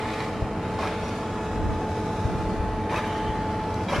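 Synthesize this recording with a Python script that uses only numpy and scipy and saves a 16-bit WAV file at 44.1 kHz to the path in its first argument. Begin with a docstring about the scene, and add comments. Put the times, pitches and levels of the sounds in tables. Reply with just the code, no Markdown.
"""A desktop printer feeds a sheet: its stepper motor sings over whirring plastic gears and sliding paper.
A second drive makes three short, rasping advances; the stepper stops just before the last one.
Levers clack, small parts tick and squeak, and the edge of the sheet snaps off a guide.
Underneath, the hand holding the microphone adds low bumps, rumble and finger rub."""
import sys
import numpy as np
from scipy import signal
from scipy.fft import rfft, irfft
from scipy.io import wavfile

SR = 44100
rng = np.random.default_rng(int(sys.argv[2]) if len(sys.argv) > 2 else 0)


def to_wav(s):
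    """Save 16-bit WAV."""
    ch = np.atleast_2d(s).T  # columns
    pcm = np.round(np.clip(ch, -1, 1) * 32767)  # PCM
    wavfile.write(sys.argv[1], SR, pcm.astype(np.int16))


N = 176400
T = np.arange(N) / SR

# stepper partials: step_rate_multiple, level_db
STEPPER_PARTIALS = [(1, -39), (1.5, -49), (3, -57), (4, -56), (6, -63)]
# the strong second partial, swelling as the sheet comes out: time_s, level_db
WHINE_LEVEL = [(0, -36), (.5, -42), (.8, -36.5), (1.15, -40), (1.5, -36.5), (2.6, -35.5), (3.3, -33)]
# gear train tones: pitch_hz, level_db
GEAR_TONES = [(44.5, -47.5), (88.3, -48), (119, -46.5), (178.1, -56.5), (196.6, -53.5), (214.6, -46),
              (221.6, -45.5), (242.7, -48), (311.5, -43), (400.5, -55.5), (476, -46), (660.7, -52.5),
              (748.7, -52), (1103.6, -56), (1235, -55)]
def feeder_motor(step_hz=433.6, stop_s=3.84, fade_s=0.0041, hum_hz=99.45, hum_db=-45):
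    """Steady stepper partials and looser gear tones stop together; the mains hum stays."""
    slip = 0.006 * drift(30)
    steps = sum(amp(db) * tone(k * step_hz, k * slip) for k, db in STEPPER_PARTIALS)
    whine = curve(WHINE_LEVEL) * flutter(0.7, 8) * tone(2 * step_hz, 2 * slip)
    gears = sum(amp(db) * flutter(2, 13) * tone(hz, 0.047 * drift(1.1)) for hz, db in GEAR_TONES)
    running = np.exp(-np.maximum(T - stop_s, 0) / fade_s)
    hum = amp(hum_db) * tone(hum_hz)
    return widened((steps + whine + gears) * running + hum, apart=0.045)


# gear whirr EQ: freq_hz, gain_db
WHIRR_EQ = [(20, -32), (45, -22), (90, -2), (190, -5.5), (270, -4.5), (420, -6.5), (800, -7.5), (1200, -13),
            (1900, -19.5), (3200, -28.5), (5500, -36), (8000, -44.5), (11000, -49.5), (14000, -84)]
# housing drone EQ: freq_hz, gain_db
DRONE_EQ = [(20, -30), (50, -12.5), (95, 7.5), (135, -7), (185, 6), (250, -5.5), (330, -4.5), (500, -14.5),
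            (1500, -70)]
# drone envelope: time_s, level_db
DRONE_LEVEL = [(0, -51), (.4, -35), (1.2, -35.5), (2, -32), (3.2, -34), (4, -32)]
def gear_whirr(whirr_db=-33):
    """Teeth knock densely inside the plastic housing, which drones more as the sheet advances."""
    whirr = amp(whirr_db) * spread(chatter(per_s=1200, spread_db=1.5, share=0.4), WHIRR_EQ)
    drone = curve(DRONE_LEVEL) * spread(rng.standard_normal((2, N)), DRONE_EQ)
    return flutter(0.23, 37) * (whirr + drone)


# paper scrape EQ: freq_hz, gain_db
SCRAPE_EQ = [(300, -44), (1200, 1), (2300, 0.5), (4600, -2.5), (6500, -7), (8500, -14), (11500, -18),
             (14500, -89)]
# scrape envelope: time_s, level_db
SCRAPE_LEVEL = [(0, -53), (.2, -50.5), (.35, -54), (.58, -66), (.65, -57), (.76, -54), (.84, -55),
                (1.05, -49.5), (1.3, -53.5), (1.85, -54), (2.0, -51), (2.3, -49), (2.55, -53.5), (2.7, -66),
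                (2.9, -63), (3.1, -49.5), (3.5, -57.5), (4, -52.5)]
# airy hiss EQ: freq_hz, gain_db
AIR_EQ = [(1000, -8), (4000, -8), (8000, 4), (12000, 2), (13500, 5), (15200, -11)]
def sliding_paper(air_db=-61.5, air_follow=0.35):
    """The sheet scrapes along its guides; a wide, airy hiss loosely follows its level."""
    level = curve(SCRAPE_LEVEL) * flutter(1.6, 17)
    scrape = level * spread(chatter(per_s=1500, spread_db=2, share=0.25), SCRAPE_EQ, side_db=-1)
    air = amp(air_db) * unit(level ** air_follow * colour(rng.standard_normal(N), AIR_EQ))
    return scrape + np.array([air, -air])


# moves of the second drive: start_s, length_s, level_db, top_pitch_hz, loudest_at_fraction
ADVANCES = [(0.784, 0.11, -31, 568, 0.53), (2.896, 0.11, -30, 575, 0.8), (3.883, 0.1193, -28, 561, 0.57)]
# gear rasp EQ: freq_hz, gain_db
RASP_EQ = [(150, 1), (500, 5), (1100, 1), (1500, -2.5), (2400, -5.5), (3200, -12.5), (5500, -18.5),
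           (7500, -27.5), (11000, -29.5), (15000, -53)]
# casing resonances, also heard in the rattles and ticks: centre_hz, width_hz, gain_db
CASING_PEAKS = [(586, 12, 10), (1000, 41, 6), (1790, 140, 1), (2470, 430, 1.5), (3160, 200, -0.5),
                (3850, 280, 2.5), (5650, 150, 5)]
def drive_advances(rub_from_hz=850, rub_to_hz=1400, rub_db=-6.5, whine_db=-10.5, swell_db=3.5):
    """The second drive speeds up and brakes: gears rasp, their whine arches and a rub climbs in pitch."""
    rasp = spread(chatter(per_s=700, spread_db=0.5, share=0.43), RASP_EQ, CASING_PEAKS, side_db=-2)
    out = np.zeros((2, N))
    for start, length, db, top_hz, crest in ADVANCES:
        travel = np.clip((T - start) / length, 0, 1)
        speed = np.sin(np.pi * travel)
        hz = top_hz * (0.6 + 0.4 * speed)
        wobble = 0.022 * drift(86)
        whine = tone(hz, wobble) + amp(-4) * tone(2 * hz, 2 * wobble)
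        rub_hz = rub_from_hz + (rub_to_hz - rub_from_hz) * travel
        rub = amp(rub_db) * np.sqrt(abs(speed)) * whistle(rub_hz, width_hz=90)
        effort = np.interp(travel, [0, crest, 1], [0, 1, 0])
        level = amp(db - swell_db * (1 - effort) ** 2) * gate(start, length, rise_s=0.0095, fall_s=0.037)
        out += level * (rasp + rub + amp(whine_db) * speed ** 2 * whine)
    return out


# knocks against the frame: start_s, level_db, focus_hz
CLACKS = [(.053, -30, 1490), (.205, -33, 1050), (0.785, -24.5, 900), (.796, -33, 980), (.826, -27, 1140),
          (.829, -24, 567), (0.849, -29, 680), (.87, -31.5, 1890), (1.229, -31, 950), (2.894, -37, 2600),
          (2.921, -29.5, 1000), (2.932, -36, 1310), (2.941, -28, 1200), (2.978, -31.5, 2400),
          (2.983, -26, 1370), (3.018, -35, 1500), (3.04, -38, 1700), (3.884, -32.5, 2800),
          (3.886, -35, 1060), (3.917, -36, 1020), (3.919, -27, 560), (3.931, -26, 584), (3.94, -29, 1100),
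          (3.961, -28, 1720)]
# plastic frame modes: pitch_hz, level_db
FRAME_MODES = [(560, -9), (760, 0.5), (950, -1.5), (1070, 1.5), (1280, -5.5), (1700, 0), (2100, -3.5),
               (2430, -2), (3200, -4), (3800, -2)]
def clacks():
    """Levers and gears knock on the frame as the drives take up or let go of their load."""
    knocks = strikes(CLACKS, FRAME_MODES, focus_db_per_oct=17, detune=0.044, rise_s=0.0016, decay_s=0.012)
    return widened(knocks, apart=0.053)


# soft runs of the mechanism: start_s, length_s, level_db, fade_db_per_s (negative swells)
RATTLES = [(-.05, 0.26, -38, -10.5), (0.6, .16, -44, 15), (0.871, 0.49, -38.5, 21),
           (2.996, 0.38, -36.5, 28), (3.42, .4, -48.5, 6)]
# rattle EQ: freq_hz, gain_db
RATTLE_EQ = [(300, -10), (800, 1), (1300, 3.5), (2500, -3.5), (3600, -8.5), (5600, -23.5), (8000, -25.5),
             (12000, -35.5), (15000, -66)]
def rattles():
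    """The mechanism rattles softly through the casing in short runs."""
    level = sum(amp(db - fade * np.maximum(T - start, 0)) * gate(start, length, rise_s=0.049, fall_s=0.12)
                for start, length, db, fade in RATTLES)
    rattle = spread(chatter(per_s=900, spread_db=0, share=0.42), RATTLE_EQ, CASING_PEAKS, side_db=-1.5)
    return level * flutter(0.1, 40) * rattle


# flicks of the paper's edge: start_s, level_db, focus_hz
SNAPS = [(.204, -33, 3600), (.243, -47, 4700), (2.974, -44, 11000), (3.076, -47, 11500),
         (3.742, -36.5, 5600)]
# ring of a snap: pitch_hz, level_db
SNAP_MODES = [(4050, 1), (4600, -2), (6150, -3), (8200, -7.5), (11500, -7)]
def paper_snaps():
    """The edge of the sheet flicks off a guide with a fine, high ring."""
    return strikes(SNAPS, SNAP_MODES, focus_db_per_oct=10, detune=0.015, rise_s=0.0006, decay_s=0.0028)


# small plastic ticks: start_s, level_db, decay_s
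TICKS = [(.072, -43, .008), (.102, -43, 0.0064), (.135, -41, .012), (.242, -43, .008),
         (0.787, -42.5, 0.011), (.809, -42, 0.0092), (0.872, -38, 0.0064), (2.96, -38, .01),
         (3.884, -44, 0.0067), (3.955, -42, .009)]
# tick EQ: freq_hz, gain_db
TICK_EQ = [(500, -18), (2400, -1), (4000, 6), (6000, -2), (9000, -15), (12000, -18), (15000, -37)]
def ticks(rise_s=0.0014):
    """Plastic parts give brief, dry ticks that ring the casing."""
    level = sum(amp(db) * gate(start, 0, rise_s, decay_s) for start, db, decay_s in TICKS)
    return level * spread(rng.standard_normal((2, N)), TICK_EQ, CASING_PEAKS, side_db=-5)


# squeaks of rubbing parts: start_s, length_s, pitch_hz, level_db, glide_hz
SQUEAKS = [(0.12, .035, 2560, -46, -76), (0.858, 0.14, 2420, -51, -600), (1.026, 0.08, 5670, -56, -0.5),
           (2.954, 0.018, 2500, -40, 250.5), (3.07, 0.26, 3060, -52.5, 61), (3.11, .07, 5630, -60, 1),
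           (3.1, 0.72, 4020, -65, -1), (3.94, 0.021, 3040, -40, 450)]
def squeaks():
    """Sliding parts catch and sing briefly, gliding as they speed up or slow down."""
    out = np.zeros(N)
    for start, length, hz, db, glide_hz in SQUEAKS:
        travel = np.clip((T - start) / length, 0, 1)
        squeak = whistle(hz + glide_hz * (travel - 0.5), width_hz=71)
        out += amp(db) * gate(start, length, rise_s=0.0055, fall_s=0.0077) * squeak
    return widened(out, apart=0.21)


# handling bumps: centre_s, level_db, pitch_hz
BUMPS = [(0.427, -19, 72.5), (0.444, -23, 86), (0.762, -25.5, 110), (1.039, -24, 88), (1.716, -22, 100),
         (2.256, -13, 94), (2.354, -19.5, 100.8), (2.607, -18, 62), (3.301, -20, 73.5), (3.99, -19, 95)]
# rumble EQ: freq_hz, gain_db
RUMBLE_EQ = [(15, -24), (45, 5), (100, -1.5), (180, -14), (400, -25), (1000, -80)]
# rumble envelope: time_s, level_db
RUMBLE_LEVEL = [(0, -80), (.7, -33.5), (.95, -56), (1.45, -42), (1.68, -25), (1.9, -52), (2.35, -36),
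                (2.8, -33.5), (3.0, -58), (3.3, -38), (4, -55)]
# finger rub EQ: freq_hz, gain_db
FINGER_EQ = [(25, -23), (70, 12), (120, 4.5), (210, 7), (320, -6), (450, -17), (650, -47)]
# finger rub envelope: time_s, level_db
FINGER_LEVEL = [(0, -88), (.25, -60), (.43, -44), (.55, -62), (.75, -49), (1.2, -72), (1.55, -48),
                (1.62, -36), (1.73, -33), (1.8, -62), (2.2, -67), (2.26, -36), (2.45, -43), (2.82, -45),
                (2.95, -74), (3.3, -47.5), (3.9, -66), (4, -31)]
def handling(bump_width_s=0.006, lean_left=0.13):
    """A hand on the microphone: soft bumps of a cycle or two over uneven rumble and wide finger rub."""
    fingers = curve(FINGER_LEVEL) * unit(colour(rng.standard_normal(N), FINGER_EQ))
    rumble = curve(RUMBLE_LEVEL) * spread(rng.standard_normal((2, N)), RUMBLE_EQ)
    bumps = np.zeros(N)
    for centre_s, db, hz in BUMPS:
        t = T - centre_s
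        bumps -= amp(db) * np.exp(-(t / bump_width_s) ** 2) * np.cos(2 * np.pi * hz * t)
    return rumble + np.array([fingers, -fingers]) + np.outer([1 + lean_left, 1 - lean_left], bumps)


def shell_reflections(dry, wet_db=-7, decay_s=0.0083, size=2048, count=14):
    """Reflections inside the shell smear each knock and ripple its treble, changing as parts move."""
    t, wet = np.arange(size) / SR, np.zeros((2, N))
    highpass = signal.butter(2, 1500, "high", fs=SR, output="sos")
    for k in range(count):
        tail = signal.sosfilt(highpass, rng.standard_normal(size) * np.exp(-t / decay_s))
        crossfade = np.sqrt(np.maximum(1 - abs(np.linspace(0, count - 1, N) - k), 0))
        wet += signal.oaconvolve(dry * crossfade, tail[None] / np.linalg.norm(tail))[:, :N]
    return (dry + amp(wet_db) * wet) / np.hypot(1, amp(wet_db))


# stereo width, opening toward the treble: freq_hz, side_minus_mid_db
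WIDTH_EQ = [(50, -26), (130, -46), (230, -34), (400, -22), (600, -22.5), (1170, -14.5), (2120, -10.5),
            (3840, -4.5), (7000, -1), (12600, 8)]
def spread(streams, eq, peaks=(), side_db=0):
    """Colours two streams and places them as mid and side."""
    mid, side = (unit(colour(x, eq, peaks)) for x in streams)
    side = amp(side_db) * colour(side, WIDTH_EQ)
    return np.array([mid + side, mid - side])


def widened(sound, apart):
    """Gives one sound a small phase difference between the ears."""
    side = apart * signal.hilbert(sound).imag
    return np.array([sound + side, sound - side])


def strikes(blows, modes, focus_db_per_oct, detune, rise_s, decay_s, size=4096):
    """Each blow rings all the modes, slightly detuned, favouring those near its focus pitch."""
    t, out = np.arange(size) / SR, np.zeros(N)
    mode_hz, mode_db = np.transpose(modes)[:, :, None]
    envelope = np.minimum(t / rise_s, 1) * np.exp(-t / decay_s)
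    for start, db, focus_hz in blows:
        shift, phase = rng.random((2, len(modes), 1))
        hz = mode_hz * (1 + detune * (2 * shift - 1))
        weight = amp(mode_db - focus_db_per_oct * abs(np.log2(mode_hz / focus_hz)))
        ring = unit(np.sum(weight * np.sin(2 * np.pi * (hz * t + phase)), axis=0))
        slot = out[round(start * SR):][:size]
        slot += (amp(db) * envelope * ring)[:len(slot)]
    return out


def chatter(per_s, spread_db, share):
    """Two streams of tiny impacts in smooth friction noise; share is the impacts' part of the power."""
    hits = (rng.random(N) < per_s / SR) * amp(spread_db * np.minimum(rng.exponential(1, N), 3))
    impacts = unit(hits * rng.choice([-1, 1], (2, N)))
    return np.sqrt(share) * impacts + np.sqrt(1 - share) * rng.standard_normal((2, N))


def whistle(hz, width_hz):
    """Friction noise caught in one narrow, moving resonance."""
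    hiss = rng.standard_normal(N) + 1j * rng.standard_normal(N)
    band = np.fft.ifft(np.fft.fft(hiss) / (1 + (np.fft.fftfreq(N, 1 / SR) / width_hz) ** 2))
    return unit((band * np.exp(2j * np.pi * np.cumsum(hz) / SR)).real)


def tone(hz, phase_turns=0):
    """A sine of rms 1 on a steady or moving pitch."""
    return np.sqrt(2) * np.sin(2 * np.pi * (np.cumsum(hz * np.ones(N)) / SR + phase_turns + rng.random()))


def colour(x, eq, peaks=()):
    """Filters by an EQ outline plus resonance peaks."""
    hz = np.fft.rfftfreq(N, 1 / SR)
    eq_hz, eq_db = np.transpose(eq)
    outline_db = np.interp(np.log(hz + 1), np.log(eq_hz), eq_db)
    peaks_db = sum(db / (1 + (2 * (hz - centre) / width) ** 2) for centre, width, db in peaks)
    return irfft(rfft(x) * amp(outline_db + peaks_db), N)


def drift(rate_hz):
    """Slow random motion of rms 1."""
    hz = np.fft.rfftfreq(N, 1 / SR)
    return unit(irfft(rfft(rng.standard_normal(N)) * (hz > 0) / (1 + (hz / rate_hz) ** 2), N))


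def flutter(depth_db, rate_hz):
    """A randomly wavering gain."""
    return amp(depth_db * drift(rate_hz))


def gate(start, length, rise_s, fall_s):
    """Linear attack, hold, exponential release."""
    return np.clip((T - start) / rise_s, 0, 1) * np.exp(-np.maximum(T - start - length, 0) / fall_s)


def curve(points):
    """Gain over time from (time_s, level_db) points."""
    return amp(np.interp(T, *np.transpose(points)))


def amp(db):
    """Decibels to gain."""
    return 10 ** (np.asarray(db) / 20)


def unit(x):
    """Scales to rms 1."""
    return x / np.sqrt(np.mean(x ** 2) + 1e-20)


def scene():
    """The whole printer and the hand on the microphone, in stereo."""
    motor = feeder_motor()
    mechanism = shell_reflections(gear_whirr() + sliding_paper() + drive_advances() + rattles())
    return motor + mechanism + clacks() + paper_snaps() + ticks() + squeaks() + handling()


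def record(dry):
    """A steep low-pass trims the very top of the treble."""
    lowpass = signal.firwin(511, cutoff=15200, window=("kaiser", 9), fs=SR)
    return signal.oaconvolve(dry, lowpass[None], "same")


dry = scene()
out = record(dry)
to_wav(out)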